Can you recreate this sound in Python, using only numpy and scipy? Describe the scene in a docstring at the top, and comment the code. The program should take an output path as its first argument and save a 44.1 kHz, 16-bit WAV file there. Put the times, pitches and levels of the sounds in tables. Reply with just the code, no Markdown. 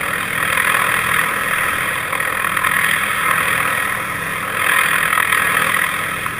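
"""A fast blade chop, sharpening and softening, stands over the hum of two rotors and the rush of the downwash.
It is a light helicopter with a slung load, heard from a camera on a power-line tower above open fields.
The chop, cracks, wash and turbine are shaped noise, ringing at the fixed pitches of the camera's case;
the rotors' hum is a set of fluttering harmonics, and low filtered noise rumbles beneath.
The camera's coarse sampling mirrors it all into a gritty treble."""
import sys
import numpy as np
from scipy import signal
from scipy.fft import rfft, irfft, next_fast_len
from scipy.io import wavfile
from scipy.ndimage import uniform_filter1d, minimum_filter1d, map_coordinates

SR = 44100
rng = np.random.default_rng(int(sys.argv[2]) if len(sys.argv) > 2 else 0)


def log_audio(samples):
    """Write samples as a 16-bit WAV file to the path given in sys.argv[1]."""
    # one column per channel
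    frames = np.atleast_2d(samples).T
    # limit to full scale, then quantise
    limited = np.clip(frames, -1, 1)
    pcm = np.round(limited * 32767).astype(np.int16)
    wavfile.write(sys.argv[1], SR, pcm)


N = 281795
TIME = np.arange(N) / SR  # seconds

BLADE_HZ = 40.85  # main blades passing per second

# relative spectrum of the air noise at the main blades: frequency_hz, level_db
BLADE_AIR = [(100, -44.5), (400, -24), (700, -23), (900, -27), (1020, -6), (1500, -9), (2000, -2.5),
             (2600, -11.5), (3400, -15.5), (4200, -37), (5700, -41)]


def amp(db):
    """Decibels to gain."""
    return 10 ** (np.asarray(db) / 20)


def unit(x):
    """Scale x to an rms of 1."""
    return x / np.sqrt(np.mean(x ** 2) + 1e-20)


def along(points, hz):
    """Read a (frequency, value) table on a logarithmic frequency axis."""
    f, v = np.transpose(points)
    return np.interp(np.log(hz + 1), np.log(f + 1), v)


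def curve(rows):
    """Draw straight lines through a (time, value) table, one value per sample."""
    time_s, value = np.transpose(rows)
    return np.interp(TIME, time_s, value)


def wobble(rate):
    """A smooth random curve with rate knots a second."""
    knots = rng.standard_normal(int(N * rate / SR) + 4)
    return map_coordinates(knots, [TIME * rate])


def filtered(x, response):
    """Multiply the spectrum of x by a response of frequency, without shifting its phase."""
    size = next_fast_len(N + SR // 4)
    hz = np.fft.rfftfreq(size, 1 / SR)
    return irfft(rfft(x, size) * response(hz), size)[:N]


def tilted(x, tilt_db):
    """Lean the spectrum about 1700 Hz, roughly tilt_db per octave and flat beyond one octave either side."""
    lean = filtered(x, lambda hz: np.clip(np.log2((hz + 1) / 1700), -1, 1))
    return x + np.log(amp(tilt_db)) * lean


def through_case(x, spectrum, size=8192):
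    """Colour x with a spectrum and the case's resonances, which ring after each push; white noise keeps its power."""
    # resonances and hollows of the camera's case: centre_hz, width_hz, peak_db
    case_modes = [(892, 51, -9), (1200, 35, -3.5), (1282.4, 70, 8.5), (1683, 25, 7), (1870, 59, 5),
                  (2038, 20, -22), (2356, 35, -12.5), (2459, 100, 5.5), (2953, 320, -14), (3113, 280, 5.5),
                  (3682, 74, 6.5), (4720, 240, 11)]
    hz = np.fft.rfftfreq(size, 1 / SR)
    db = along(spectrum, hz)
    for centre, width, peak in case_modes:
        db = db + peak / (1 + (2 * (hz - centre) / width) ** 2)
    # fold the cepstrum to minimum phase, so that the ringing only follows the push
    cepstrum = irfft(np.log(amp(db)))
    cepstrum[1:size // 2] *= 2
    cepstrum[size // 2 + 1:] = 0
    ring = irfft(np.exp(rfft(cepstrum)))
    return signal.fftconvolve(x, ring / np.linalg.norm(ring))[:N]


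def bursts(times, sizes, rise, fall, roundness):
    """A power envelope: each burst swells to its size at its time, then dies; roundness 1 is a cusp, 2 a bell."""
    t = np.arange(-(SR // 20), SR // 20 + 1) / SR
    shape = np.exp(-np.maximum(-t / rise, t / fall) ** roundness)
    places = np.clip(np.round(times * SR).astype(int), 0, N)
    hits = np.bincount(places, sizes, N + 1)[:N]
    return np.abs(signal.fftconvolve(hits, shape, "same"))


def blade_beat(rise, fall, scatter_db, jitter_s):
    """Power of the slaps, mean 1: each blade cuts the vortex of the one before it a little differently."""
    # the slaps drift late, then early: time_s, delay_ms
    lag = [(0.0, 9.2), (0.4, 12), (0.85, 10.5), (1.85, 20.6), (2.2, 23.6), (2.6, 22.1), (4.1, 33.9),
           (4.6, 15.4), (5.3, 10.8), (6.39, 19.6)]
    time_s, delay_ms = np.transpose(lag)
    times = np.arange(int(N / SR * BLADE_HZ) + 1) / BLADE_HZ
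    times = times + np.interp(times, time_s, delay_ms) / 1000
    jitter = jitter_s * rng.standard_normal(len(times))
    sizes = amp(scatter_db * rng.standard_normal(len(times))) ** 2
    power = bursts(times + jitter, sizes, rise, fall, roundness=1.67)
    return power / power.mean()


def bunched(beat, share):
    """Gain that puts a share of the power into the blade beat and leaves the rest steady."""
    return np.sqrt(1 - share + share * beat)


def turbulence(repeat, gusty_db):
    """Lumpy noise of rms 1; each blade meets some of the same eddies as the one before it."""
    period = round(SR / BLADE_HZ)
    passes = rng.standard_normal((N // period + 1, period))
    # every row is one blade's pass and inherits part of the row before
    eddies = signal.lfilter([1], [1, -repeat], passes, axis=0).ravel()[:N]
    return unit(amp(gusty_db * wobble(500)) * eddies)


def blades(beat, effort_db):
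    """Turbulence at the blade tips, partly steady and partly bunched into slaps."""
    # how closely the blades meet their own wake: time_s, share of the power in slaps (0-1, held to 0.97 below)
    slap_share = [(0.0, 0.76), (0.27, 0.6), (0.6, 0.88), (0.9, 0.63), (1.06, 0.72), (1.92, .3),
                  (2.12, 0.78), (2.65, .74), (3.18, .25), (3.6, 0.66), (4.3, .08), (4.65, .74),
                  (4.95, 0.72), (5.2, 0.99), (5.5, 0.48), (5.75, 0.76), (6.39, 0.1)]
    # the noise brightens and dulls as the rotor leans: time_s, tilt_db_per_octave
    rotor_lean = [(0.0, 1), (0.7, -0.5), (1.8, 1), (2.1, -0.5), (2.68, -2), (2.9, 2.5), (3.32, -2),
                  (3.55, 0.7), (4.45, -1), (6.0, 2)]
    share = np.clip(curve(slap_share), 0, .97)
    tilt_db = curve(rotor_lean) + 1.2 * wobble(9)  # with quick chance changes of tilt
    swell = amp(effort_db) * bunched(beat, share)
    air = through_case(swell * turbulence(repeat=0.26, gusty_db=0.9), BLADE_AIR)
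    return tilted(air, tilt_db)


def with_reflection(x, gain, delay_s, sway):
    """A close reflection whose path sways with the camera, so that the colour keeps shifting."""
    delay = delay_s * np.exp(sway * wobble(7))
    echo = map_coordinates(x, [(TIME - delay) * SR], order=3)
    return (x + gain * echo) / np.sqrt(1 + gain ** 2)


def wash(beat, throb):
    """The rush of the downwash: noise that gusts and throbs lightly with the blades."""
    # the downwash at the camera: time_s, level_db
    downwash = [(0.0, -30.5), (1.2, -31), (1.7, -32.5), (2.28, -30.5), (2.5, -35.5), (3.2, -32.5),
                (3.6, -29.5), (4.2, -35), (4.7, -30.5), (4.95, -34.5), (5.65, -29.5), (6.39, -36.5)]
    # its relative spectrum: frequency_hz, level_db
    wash_air = [(60, -31), (250, -7.5), (385, -13), (440, -2.5), (520, 3.5), (700, -6), (900, -3),
                (2000, -14), (4000, -21.5), (5700, -37.5)]
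    level_db = curve(downwash) + 0.97 * wobble(8)  # with quick gusts
    rush = bunched(beat, throb) * rng.standard_normal(N)
    return amp(level_db) * through_case(rush, wash_air)


def turbine():
    """The thin hiss of the turbine, shaped noise drifting on the wind."""
    # level of the hiss: time_s, level_db
    hiss = [(0.0, -40), (0.8, -37), (1.75, -33.5), (2.05, -42), (2.7, -40), (3.45, -36), (4.3, -34),
            (4.6, -43), (5.3, -41), (5.65, -35.5), (6.39, -37)]
    # its relative spectrum: frequency_hz, level_db
    turbine_air = [(500, -17.5), (2500, 9.5), (4200, -12), (4700, -19), (5300, -2.5), (5900, 0.5)]
    return amp(curve(hiss)) * through_case(rng.standard_normal(N), turbine_air)


def hum(hz, orders, drift, flutter, flutter_rate):
    """Harmonics of a rotor at rms 1; gusts shift their common phase, and moving air makes each one flutter."""
    turns = hz * TIME + drift * wobble(2.5)  # drift in blade passes
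    tone = 0
    for order, db in orders:
        steady = np.exp(2j * np.pi * rng.random())
        path = steady + flutter * (wobble(flutter_rate) + 1j * wobble(flutter_rate))
        tone = tone + amp(db) * np.real(path * np.exp(2j * np.pi * order * turns))
    return unit(tone)


def main_rotor(main_db):
    """The low hum of the main rotor, at multiples of its blade passing rate."""
    # harmonics, relative to each other: multiple, level_db
    main_orders = [(1, -22), (2, -6.5), (3, -3), (4, 1), (5, -5), (6, -8), (7, -7), (8, -8), (9, -19),
                   (10, -7.5), (11, -6.5), (12, -20), (13, -6)]
    return amp(main_db) * hum(BLADE_HZ, main_orders, drift=0.045, flutter=0.38, flutter_rate=7)


def tail_rotor():
    """The higher hum of the tail rotor, with blades passing 97 times a second."""
    # harmonics, relative to each other: multiple, level_db
    tail_orders = [(1, -1), (2, 0), (3, -6), (4, -15.5)]
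    level_db = -40.5 + 0.7 * wobble(3.44)  # drifts slowly
    return amp(level_db) * hum(97.0, tail_orders, drift=0.073, flutter=0.23, flutter_rate=6.5)


def rumble(main_db):
    """Low buffeting of the air, filtered noise that swells a little with the main rotor's hum."""
    # relative spectrum of the buffeting: frequency_hz, level_db
    buffeting = [(4, -25), (12, 3), (25, -12), (48, 0.5), (70, -8), (110, -3.5), (150, 4), (180, 0),
                 (228, -16), (330, -2), (385, -8.5), (500, -31)]
    noise = filtered(rng.standard_normal(N), lambda hz: amp(along(buffeting, hz)))
    follow_db = 0.1 * (main_db - main_db.mean())
    level_db = -40.0 + follow_db + 0.97 * wobble(5.05)
    return amp(level_db) * unit(noise)


def cracks():
    """Now and then a blade hits a vortex squarely: a short noise burst, dull or bright."""
    # the hardest blade slaps: peak_s, level_db, tilt_db_per_octave
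    hard_slaps = [(0.531, -12, 9), (0.602, -8, -3), (0.7, -9, 2), (0.746, -7, -5), (1.143, -13, 6),
                  (1.188, -12, -4), (1.584, -10, -3), (2.153, -11, -3), (2.253, -12, -3), (2.572, -9, 4),
                  (2.648, -9, -3), (2.671, -3, -2), (2.846, -8, 3), (2.913, -12, 12), (3.312, -11, 3),
                  (3.603, -14, 1), (4.696, -12, -1), (4.943, -8, -4), (5.13, -6, -4), (5.178, -4.5, -9),
                  (5.202, 0, 1), (5.327, -5.5, 1.5), (5.375, -12, 2), (5.57, -11, 11), (5.694, -11, 1),
                  (6.264, -13.5, -4)]
    times, level_db, tilt_db = np.transpose(hard_slaps)
    power = bursts(times, amp(level_db) ** 2, rise=0.0013, fall=0.0013, roundness=1.9)  # seconds
    crack = through_case(np.sqrt(power) * rng.standard_normal(N), BLADE_AIR)
    return tilted(crack, np.interp(TIME, times, tilt_db))


def scene():
    """Chop, wash, turbine, the two rotors' hum, rumble and cracks, added together in open air."""
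    # how hard the blades bite the air as the pilot holds the load: time_s, level_db of the blades' noise
    effort = [(0.0, -20.3), (0.28, -21), (0.66, -14), (1.0, -17), (1.2, -16), (1.46, -20.5), (1.62, -17),
              (2.07, -21.8), (2.55, -18.5), (2.92, -16.5), (3.1, -18.5), (3.4, -16), (3.68, -17.5),
              (4.05, -23), (4.5, -22.4), (4.74, -13), (5.0, -16.5), (5.7, -16), (6.05, -22), (6.39, -25)]
    # the main rotor's hum waxes and wanes: time_s, level_db
    main_hum = [(0.0, -36.5), (0.45, -33), (0.75, -37), (1.12, -32), (1.58, -38), (1.78, -33), (2.15, -41),
                (2.97, -35), (3.25, -36.5), (3.55, -32), (3.78, -38.5), (4.2, -34.5), (4.45, -38),
                (4.95, -40), (5.68, -31.5), (5.97, -40), (6.3, -34)]
    main_db = curve(main_hum)
    beat = blade_beat(rise=0.0024, fall=0.006, scatter_db=0.86, jitter_s=0.00029)
    chop = with_reflection(blades(beat, curve(effort)), gain=0.25, delay_s=0.001206, sway=0.349)
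    air = wash(beat, throb=0.43) + turbine()
    rotors = main_rotor(main_db) + tail_rotor()
    return (chop + air + rotors + rumble(main_db) + cracks())[None]


def limited(x, ceiling, release_s=0.034, size=128):
    """The gain ducks at any peak over the ceiling and then recovers."""
    needed = minimum_filter1d(np.minimum(1, ceiling / (np.abs(x) + 1e-9)), size)
    # the deepest duck so far, fading exponentially with the release time
    age = TIME / release_s
    duck = np.exp(np.maximum.accumulate(np.log(1 - needed + 1e-9) + age) - age)
    return x * uniform_filter1d(1 - duck, size // 2)


def record(dry):
    """The camera limits peaks and holds each sample of a low rate, which mirrors the sound on both sides of that rate."""
    hold_hz, top_hz = 12000, 15400  # the low sample rate, and where the treble ends
    # a steep low-pass just under half the low rate
    band = filtered(dry[0], lambda hz: 1 / np.sqrt(1 + (2 * hz / hold_hz * 1.03) ** 120))
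    band = limited(band, ceiling=.92)
    # a carrier at the low rate makes the mirror images, 0.45 dB above the band itself
    mirrored = band * (1 + 2 * amp(0.45) * np.cos(2 * np.pi * hold_hz * TIME))
    # holding each sample dulls the treble by a sinc curve
    return filtered(mirrored, lambda hz: np.sinc(hz / hold_hz) * (hz < top_hz))[None]


dry = scene()
out = record(dry)
log_audio(out)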